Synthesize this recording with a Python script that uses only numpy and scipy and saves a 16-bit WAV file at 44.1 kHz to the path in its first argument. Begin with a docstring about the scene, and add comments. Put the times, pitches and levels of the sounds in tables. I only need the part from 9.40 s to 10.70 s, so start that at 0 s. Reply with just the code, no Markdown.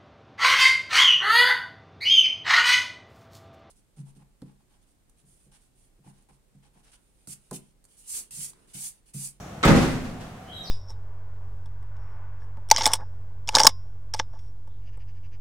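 """The back seat of a car parked between echoing walls, stereo microphone inside the cabin.
Close by, a rear door is pushed shut: the latch clacks, the door lands on its seal,
the panels and cabin air boom, and the walls return the slam.
Distant traffic murmurs throughout and a small bird calls near the end."""
import sys
import numpy as np
from scipy import signal
from scipy.fft import rfft, irfft
from scipy.io import wavfile
from scipy.ndimage import uniform_filter1d

SR = 44100
rng = np.random.default_rng(int(sys.argv[2]) if len(sys.argv) > 2 else 0)


def put_to_file(sound):
    """Save the sound as 16-bit audio at rate SR, in the file named by the first command-line argument."""
    columns = np.atleast_2d(sound).T  # one column per channel
    safe = np.clip(columns, -1, 1)
    whole_steps = np.round(safe * 32767)
    wavfile.write(sys.argv[1], SR, whole_steps.astype(np.int16))


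N = 57330
T = np.arange(N) / SR
HZ = np.fft.rfftfreq(N, 1 / SR)


def amp(db):
    """Decibels to gain."""
    return 10 ** (np.asarray(db) / 20)


def unit_rms(x):
    """Scales to rms 1."""
    return x / np.sqrt(np.mean(x ** 2) + 1e-20)


def curve(points, hz):
    """Interpolates (Hz, value) points on a log-frequency axis."""
    point_hz, value = np.transpose(points)
    return np.interp(np.log(hz + 1), np.log(point_hz + 1), value)


def noise(colour, tilt=0):
    """Stereo noise, centred in the bass, diffuse in the treble; tilt is dB per octave above about 1 kHz."""
    # Each row: frequency in Hz, correlation between left and right.
    likeness = [(30, 1), (70, 1), (125, 1), (250, 1), (500, 0.57), (1000, 0.64), (2000, 0.11), (16000, 0)]
    same = np.clip(curve(likeness, HZ), -1, 1)
    mid, side = np.exp(2j * np.pi * rng.random((2, len(HZ))))
    mid, side = mid * np.sqrt(1 + same), side * np.sqrt(1 - same)
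    gain = amp(curve(colour, HZ) + tilt * np.log2(1 + HZ / 1000))
    return unit_rms(irfft(np.array([mid + side, mid - side]) * gain, N))


def envelope(start, rise, t60):
    """A straight rise and an exponential decay, all times in seconds."""
    age = np.maximum(T - start, 0)
    return np.minimum(age / rise, 1) * np.exp(-np.log(1000) * age / t60)


def mode(start, hz, db, t60, rise, phase=0):
    """One struck resonance: a decaying sine."""
    return amp(db) * envelope(start, rise, t60) * np.sin(2 * np.pi * hz * (T - start) + phase)


def traffic():
    """Far-off traffic: a murmur and a rumble that recede, and a steady narrow drone."""
    # Each row of these three spectra: frequency in Hz, relative level in dB.
    murmur_colour = [(15, -38), (25, -1.5), (53, -4), (92, -2.5), (200, -3), (301, -18.5), (714, -6),
                     (936, -15.5), (1020, -16), (1190, -12.5), (2160, -20.5), (3080, -24), (5140, -31.5),
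                     (5730, -29.5), (7310, -32.5), (8360, -32), (16000, -42)]
    rumble_colour = [(20, -23), (60, -24), (90, -0.5), (170, 1), (250, -6), (400, -10), (1000, -19),
                     (16000, -68)]
    drone_colour = [(20, -60), (560, -27), (690, -3.5), (745, 1), (790, -6), (900, -35), (16000, -90)]
    murmur_fade_db_per_s, rumble_fade_db_per_s = 2.5, 7
    murmur = amp(-42.5 - murmur_fade_db_per_s * T) * noise(murmur_colour)
    drone = amp(-53.5) * noise(drone_colour)
    rumble = amp(-43 - rumble_fade_db_per_s * T) * noise(rumble_colour)
    return murmur + drone + rumble


def faint_ring():
    """A faint high ring dies away at the start."""
    # Each row: frequency in Hz, relative level in dB.
    colour = [(20, -58.5), (5000, -21), (5800, -7), (6200, -21), (6700, -8.5), (7400, -20), (16000, -31)]
    return amp(-52) * noise(colour) * envelope(0, rise=0.0012, t60=1)


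def latch():
    """The latch meets the striker, and the lock's small steel parts ring, ping and click."""
    # Each row: start in seconds, level in dB.
    strikes = [(0.2287, -32), (0.2353, -15)]
    # Each row: frequency in Hz, relative level in dB, t60 in seconds.
    latch_modes = [(1160, -1.5, 0.11), (1297, -3, 0.15), (1300, 0.5, 0.045), (2085, -5, 0.12),
                   (3805, -3.5, 0.035)]
    # Each row: start in seconds, frequency in Hz, level in dB.
    pings = [(.2512, 7660, -22), (.2768, 3800, -17), (.2915, 3650, -26)]
    # Each row: start in seconds, level before the low-pass in dB, treble tilt in dB per octave,
    # t60 in seconds, low-pass edge in Hz.
    clicks = [(0.2288, -23, -4, 0.14, 9400), (0.236, -21.5, -4, 0.3, 7300), (0.2473, -23, -8, 0.17, 18500),
              (0.25, -28, 9, 0.087, 17800), (0.2764, -19.5, -5, 0.2, 8550)]
    # Each row: frequency in Hz, relative level in dB.
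    click_colour = [(100, -16), (500, -8), (1200, -11), (2500, -8), (5000, -13.5), (6800, -12), (7600, -14),
                    (9000, -12), (12000, -18), (16000, -17.5)]
    rise_s, left_delay_s = 0.0018, 0.00015
    ring = sum(mode(start, hz, db + mode_db, t60, rise=0.0015)
               for start, db in strikes for hz, mode_db, t60 in latch_modes)
    ring += sum(mode(start, hz, db, t60=0.028, rise=rise_s) for start, hz, db in pings)
    out = np.array([np.interp(T - left_delay_s, T, ring), ring])
    for start, db, tilt, t60, edge_hz in clicks:
        lowpass = signal.butter(4, edge_hz, fs=SR, output="sos")
        out += amp(db) * signal.sosfilt(lowpass, noise(click_colour, tilt)) * envelope(start, rise_s, t60)
    return out


def door_skin():
    """The sheet metal gives a short hollow knock as the door lands."""
    # Each row: frequency in Hz, relative level in dB, t60 in seconds.
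    skin_modes = [(427.3, -2.5, 0.31), (551.4, -3, 0.45), (794, -1, 0.2), (927, 0.5, 0.14),
                  (1148, -4.5, 0.13)]
    start_s, level_db = 0.247, -23
    return sum(mode(start_s, hz, level_db + db, t60, rise=0.0022, phase=2 * np.pi * rng.random())
               for hz, db, t60 in skin_modes)


def seal_thud():
    """The door settles on its seal; each blow shakes many close modes, each band dying at its own speed."""
    # Each row: start in seconds, level in dB, rise in seconds, treble tilt in dB per octave.
    blows = [(0.2498, -14.5, 0.0062, -1.5), (0.271, -17, 0.013, 0), (0.3, -20.5, 0.0095, -6)]
    # Each row: frequency in Hz, relative level in dB.
    colour = [(20, -7), (45, -19), (80, -11.5), (170, 1), (260, 0), (350, -4.5), (540, -5.5), (670, -12),
              (850, -10.5), (1300, -10.5), (2100, -14.5), (3000, -22), (6500, -26.5), (10000, -31.5),
              (16000, -39)]
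    # Each row: frequency in Hz, t60 in seconds.
    decay = [(40, 1.8), (170, 1.1), (400, 0.78), (800, 0.54), (2000, 0.86), (5000, 0.7), (14000, 0.4)]
    centres_hz = np.geomspace(40, 14000, 10)
    # Overlapping triangular bands that sum to one.
    bands = [curve(np.c_[centres_hz, peak], HZ) for peak in np.eye(len(centres_hz))]
    out = np.zeros((2, N))
    for start, db, rise, tilt in blows:
        shake = rfft(noise(colour, tilt))
        for hz, band in zip(centres_hz, bands):
            out += amp(db) * irfft(shake * band, N) * envelope(start, rise, curve(decay, hz))
    return out


def cabin_boom():
    """The trapped air is squeezed and sways; standing waves of panels and cabin swell over it."""
    # Each row: start in seconds, frequency in Hz, level in dB, t60 in seconds.
    air_modes = [(0.253, 41.6, -21.5, 0.85), (0.26, 62.6, -22.5, 0.9)]
    # Each row: frequency in Hz, relative level in dB, t60 in seconds.
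    body_modes = [(106.9, -6, 0.42), (125.9, -3.5, 0.44), (157.1, 4, 0.47), (182.9, -2.5, 0.36),
                  (202.9, -1, 0.64), (250, -4.5, 1.106), (318.7, -6, 0.69), (374.4, -7.5, 0.66),
                  (438.3, -17, 0.53), (473, -4, 0.38), (543.3, -10, 0.68), (799, -13, 0.66),
                  (950, -17, 0.22)]
    start_s, level_db, spread_rad = 0.277, -12.5, 0.5
    out = sum(mode(start, hz, db, t60, rise=0.0057) for start, hz, db, t60 in air_modes)
    sides = spread_rad * np.array([[-1], [1]])
    for k, (hz, db, t60) in enumerate(body_modes):
        phase = sides * (-1) ** k + 2 * np.pi * rng.random()  # the leading side alternates by mode
        out = out + mode(start_s, hz, level_db + db, t60, rise=0.042, phase=phase)
    return out


def wall_echoes():
    """The walls outside return the slam, smeared into bursts of noise."""
    # Each row: start in seconds, level in dB, rise in seconds, treble tilt in dB per octave.
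    echoes = [(0.35, -20.5, 0.013, -0.5), (0.406, -26, 0.021, 0.04), (.48, -37, 0.043, 1),
              (0.634, -38.5, 0.014, -.5), (.797, -40, 0.013, -0.5)]
    # Each row: frequency in Hz, relative level in dB.
    colour = [(40, -17), (100, 7.5), (240, 5), (310, 0.5), (420, -1.5), (600, -0.5), (1500, -7),
              (3000, -12), (6500, -17), (10000, -22), (16000, -35.5)]
    return sum(amp(db) * noise(colour, tilt) * envelope(start, rise, t60=0.67)
               for start, db, rise, tilt in echoes)


def bird():
    """A small bird's wavering whistles glide and level off, blurred by the walls."""
    # Each row: start and length in seconds, first and last pitch in Hz, relative level in dB.
    notes = [(1.064, 0.076, 2950, 3084, -49), (1.081, 0.0675, 3160, 3294, -38.5),
             (1.123, .1, 3875, 3800, -37), (1.228, 0.06, 6350, 4020, -39.5),
             (1.262, .04, 5680, 3860, -36.5)]
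    # Each row: harmonic number, level against the fundamental in dB.
    overtones = [(2, -22), (3, -23)]
    waver_depth, glide_power, bright_above_hz, direct_gain = 0.0151, 1.8, 3600, 0.32
    song = np.zeros(N)
    for start, length, from_hz, to_hz, db in notes:
        progress = np.clip((T - start) / length, 0, 1)
        glide_hz = to_hz + (from_hz - to_hz) * (1 - progress) ** glide_power
        waver = unit_rms(uniform_filter1d(rng.standard_normal(N), size=100))
        phase = 2 * np.pi * np.cumsum(glide_hz * (1 + waver_depth * waver)) / SR
        whistle = np.sin(phase)
        if to_hz > bright_above_hz:
            whistle += sum(amp(overtone_db) * np.sin(k * phase) for k, overtone_db in overtones)
        song += amp(db) * np.sqrt(4 * progress * (1 - progress)) * whistle
    tail = unit_rms(rng.standard_normal((2, N)) * envelope(0, rise=0.005, t60=0.73)) / np.sqrt(N)
    return direct_gain * song + signal.fftconvolve(song[None], tail, axes=1)[:, :N]


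def scene():
    """From the back seat: the slam close by, a hair to the right, with the street beyond."""
    pan_db = 0.2
    slam = latch() + door_skin() + seal_thud() + cabin_boom() + wall_echoes()
    return slam * amp([[-pan_db / 2], [pan_db / 2]]) + traffic() + faint_ring() + bird()


def record(dry):
    """The recorder cuts off the treble above 16 kHz."""
    lowpass = signal.firwin(511, 16000, window=("kaiser", 9), fs=SR)
    return signal.oaconvolve(dry, lowpass[None], "same")


dry = scene()
out = record(dry)
put_to_file(out)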